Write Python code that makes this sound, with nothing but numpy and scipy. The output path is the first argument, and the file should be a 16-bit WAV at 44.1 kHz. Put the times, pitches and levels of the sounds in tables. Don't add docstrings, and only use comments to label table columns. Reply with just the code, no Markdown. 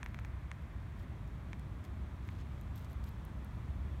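import sys
import numpy as np
from scipy import signal
from scipy.fft import rfft, irfft
from scipy.io import wavfile

SR = 44100
rng = np.random.default_rng(int(sys.argv[2]) if len(sys.argv) > 2 else 0)


def materialize(psi):
    bounded = np.clip(np.atleast_2d(psi).T, -1, 1)
    quanta = np.round(bounded * 32767).astype(np.int16)
    wavfile.write(sys.argv[1], SR, quanta)


N = 176400
TIME = np.arange(N) / SR

# start_s, level_db, ring_share (0-1), ring_hz
LEAF_SNAPS = [(0.042, -50, .9, 12500), (0.048, -61, .7, 13000), (.0617, -56, .9, 12800),
              (.0864, -56, .9, 12800), (.1452, -59, .9, 12400), (.1959, -52, .5, 12500),
              (0.2524, -56, .8, 14000), (.622, -61, .8, 13000), (.994, -56, .5, 12000),
              (1.012, -61, .4, 12000), (1.028, -55, .6, 13500), (1.276, -57, .5, 12000),
              (1.5955, -49, .45, 9600), (1.841, -52, 0, 9500), (1.8502, -50, .35, 9500),
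              (2.272, -55, .7, 13000), (2.2774, -54, .6, 13000), (2.3059, -58, .8, 14000),
              (2.6121, -47, .68, 12500), (2.7595, -42, .62, 12400), (2.778, -48, .75, 12200),
              (2.7938, -50, .7, 13500), (2.8463, -51, .25, 7000), (2.899, -50, .3, 13000),
              (2.9306, -48.5, .7, 12200), (3.0405, -44, .82, 4200), (3.0435, -50, .8, 14000),
              (3.091, -44.5, .72, 12700), (3.251, -43, .92, 12400), (3.4467, -48, .85, 11500)]
# freq_hz, gain_db
CRACKLE_EQ = [(2400, -9), (3700, 0), (5000, 0), (7000, -1), (9600, -4), (10500, -21), (12500, -14),
              (16000, -27)]
def leaf_ticks(t60_s=.007, ring_width_hz=2200):
    t = TIME[:SR // 50]
    crackle, rings = np.zeros(N), np.zeros(N)
    for start_s, level_db, ring_share, ring_hz in LEAF_SNAPS:
        snap = rng.standard_normal(len(t)) * from_db(-60 * t / t60_s)
        snap = from_db(level_db) * snap / np.abs(snap).max()
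        ring = resonance(snap, ring_hz, ring_width_hz)
        add(crackle, start_s, (1 - ring_share) * snap)
        add(rings, start_s, ring_share * snap.std() * unit_rms(ring))
    return equalise(crackle, CRACKLE_EQ) + rings


# start_s, length_s, level_db, crisp_relative_db
LEAF_SLIDES = [(0.95, 0.11, -75.5, -9), (1.834, 0.032, -69, -7), (2.206, 0.23, -73, -15),
               (2.381, 0.05, -67, -23), (2.47, 0.18, -77.5, -13), (2.746, 0.052, -63.5, -5.5),
               (2.785, 0.085, -70.5, -4.5), (2.876, 0.066, -71.5, -3.5), (3.032, 0.024, -71, -5),
               (3.056, 0.04, -69.5, -3.5)]
# freq_hz, gain_db
RUSTLE_EQ = [(1500, -2), (3300, 10.5), (5000, 2), (7000, 0), (9500, -8), (10500, -14), (16000, -17)]
# freq_hz, gain_db
CRISP_EQ = [(7500, -13), (9500, -6), (10600, -17), (11600, -9), (12300, 2), (13200, -8), (14200, -4),
            (16000, -11)]
def leaf_rustles(clumps_per_s=220, clump_depth_db=3.2):
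    body, crisp = np.zeros(N), np.zeros(N)
    for start_s, length_s, level_db, crisp_db in LEAF_SLIDES:
        swell = np.sin(np.pi * np.clip((TIME - start_s) / length_s, 0, 1))
        body += from_db(level_db) * swell
        crisp += from_db(level_db + crisp_db) * swell
    slips = np.clip(rng.standard_normal(N), -2, 2)
    clump_db = clump_depth_db * np.interp(TIME * clumps_per_s, np.arange(N), slips)
    clumps = unit_rms(from_db(clump_db))
    return (equalise(body * clumps * leaf_grains(), RUSTLE_EQ)
            + equalise(crisp * clumps * leaf_grains(), CRISP_EQ))


def leaf_grains(per_s=6000, spread_db=3):
    sizes = from_db(spread_db * np.minimum(rng.exponential(1, N), 4))
    signs = rng.choice([-1, 1], N)
    return unit_rms(sizes * signs * (rng.random(N) < per_s / SR))


# start_s, level_db, edge_relative_db, edge_cutoff_hz, mid_gain_db
GRIP_SLIPS = [(0.0303, -31, -11, 8700, -1), (0.0616, -32.5, -15.5, 7500, -3), (0.1451, -35, -15, 6400, -4),
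              (0.1893, -37, -14, 7200, 2), (0.2487, -37.5, -10.5, 7500, -2),
              (0.5154, -32, -14.5, 10600, -2), (1.5314, -33, -15, 7800, -16),
              (2.2891, -36.5, -21, 10500, -20)]
# freq_hz, gain_db
KNOCK_EQ = [(400, -20), (700, -8), (1000, 0), (1400, -0.5), (1800, 2.5), (2350, 0), (2950, -11.5),
            (3500, -11.5), (4400, -21.5), (6000, -29)]
# freq_hz, gain_db
EDGE_EQ = [(3000, -8), (3600, -14), (4200, -17), (4800, -23), (5500, 2.5), (6500, 6), (7900, -1),
           (8900, 6.5), (10500, -16), (12300, -21), (14000, -24), (16000, -35)]
# nominal_delay_s, gain_db
REFLECTIONS = [(.0009, -14), (.0014, -14), (.0027, -13.5)]
def grip_clicks():
    body, edge, out = impact(KNOCK_EQ), impact(EDGE_EQ), np.zeros(N)
    mids = resonance(body, hz=1400, width_hz=450)
    for start_s, level_db, edge_db, cutoff_hz, mid_db in GRIP_SLIPS:
        knock = body + (from_db(mid_db) - 1) * mids
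        crack = signal.sosfilt(signal.butter(4, cutoff_hz, fs=SR, output="sos"), edge)
        add(out, start_s, -from_db(level_db) * (knock + from_db(edge_db) * crack))
        for delay_s, gain_db in REFLECTIONS:
            arrival_s = start_s + delay_s * rng.uniform(0.783, 1.133)
            add(out, arrival_s, -from_db(level_db + gain_db) * knock)
    return out


# freq_hz, gain_db
RUMBLE_EQ = [(22, -18), (31, -16.5), (40, -14), (50, 0.5), (75, -3.5), (100, -4), (135, -8), (165, -13),
             (200, -15.5), (250, -24), (310, -24), (400, -30), (480, -40)]
# freq_hz, gain_db
TYRE_EQ = [(450, -6.5), (620, -0.5), (800, -3.5), (1050, -1), (1500, -6.5), (2000, -8.5), (2450, -11.5),
           (2900, -17), (3400, -15.5), (4300, -22), (4950, -26.5), (5500, -25.5), (9600, -30),
           (10400, -33.5), (11500, -30), (16000, -36.5)]
def traffic_bed(rumble_db=-44.5, rumble_rise_db_per_s=.67, tyre_db=-60.5, tyre_rise_db_per_s=.52):
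    from_middle_s = TIME - TIME.mean()
    rumble = equalise(rng.standard_normal(N), RUMBLE_EQ)
    tyres = equalise(rng.standard_normal(N), TYRE_EQ)
    return (from_db(rumble_db + rumble_rise_db_per_s * from_middle_s) * rumble
            + from_db(tyre_db + tyre_rise_db_per_s * from_middle_s) * tyres)


# time_s, level_db
DRONE_FADER = [(0, -54.5), (.35, -44.5), (1.2, -61), (1.6, -51.5), (2.1, -44.5), (2.5, -56.5), (3.1, -46),
               (3.5, -50.5), (3.9, -41.5)]
def engine_drone(pitch_hz=67.84, waver_hz=4):
    phase = np.angle(signal.hilbert(noise_band(pitch_hz, waver_hz)))
    return fader(DRONE_FADER) * unit_rms(np.cos(phase))


# time_s, level_db
GROWL_FADER = [(0, -57), (.7, -61), (1.0, -57.5), (1.6, -56.5), (2.4, -57.5), (3.1, -58), (3.5, -57),
               (4.0, -56.5)]
def traffic_growl(low_hz=119.4, high_hz=280):
    return fader(GROWL_FADER) * unit_rms(bandpass(rng.standard_normal(N), low_hz, high_hz))


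def fading_hiss(start_db=-65.5, fade_db_per_s=5.5):
    return from_db(start_db - fade_db_per_s * TIME) * noise_band(hz=1810, width_hz=800)


def from_db(db):
    return 10 ** (np.asarray(db) / 20)


def unit_rms(x):
    return x / np.sqrt(np.mean(x ** 2) + 1e-20)


def fader(points):
    return from_db(np.interp(TIME, *np.transpose(points)))


def equalise(x, eq):
    hz, db = np.transpose(eq)
    octave = np.log2(np.maximum(np.arange(N + 1) * SR / (2 * N), 1))
    octaves_outside = np.maximum(np.log2(hz[0]) - octave, 0) + np.maximum(octave - np.log2(hz[-1]), 0)
    skirt_db = np.minimum(60 * octaves_outside, 90)
    gain = unit_rms(from_db(np.interp(octave, np.log2(hz), db) - skirt_db))
    phase = rfft(2 * irfft(np.log(gain))[:N], 2 * N).imag
    return irfft(rfft(x, 2 * N) * gain * np.exp(1j * phase))[:N]


def impact(eq):
    hit = equalise(signal.unit_impulse(N), eq)[:SR // 50]
    return hit / np.abs(hit).max()


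def resonance(x, hz, width_hz):
    return signal.lfilter(*signal.iirpeak(hz, hz / width_hz, fs=SR), x)


def bandpass(x, low_hz, high_hz):
    return signal.sosfilt(signal.butter(2, [low_hz, high_hz], "band", fs=SR, output="sos"), x + 1e-18)


def noise_band(hz, width_hz):
    return unit_rms(bandpass(rng.standard_normal(N + SR), hz - width_hz / 2, hz + width_hz / 2)[SR:])


def add(out, start_s, sound):
    i = max(int(start_s * SR), 0)
    out[i:i + len(sound)] += sound[:max(N - i, 0)]


def scene():
    background = traffic_bed() + engine_drone() + traffic_growl() + fading_hiss()
    foreground = grip_clicks() + leaf_ticks() + leaf_rustles()
    return (foreground + background)[None]


def record(dry, cutoff_hz=15900):
    return signal.sosfilt(signal.ellip(12, .1, 80, cutoff_hz, fs=SR, output="sos"), dry)


dry = scene()
out = record(dry)
materialize(out)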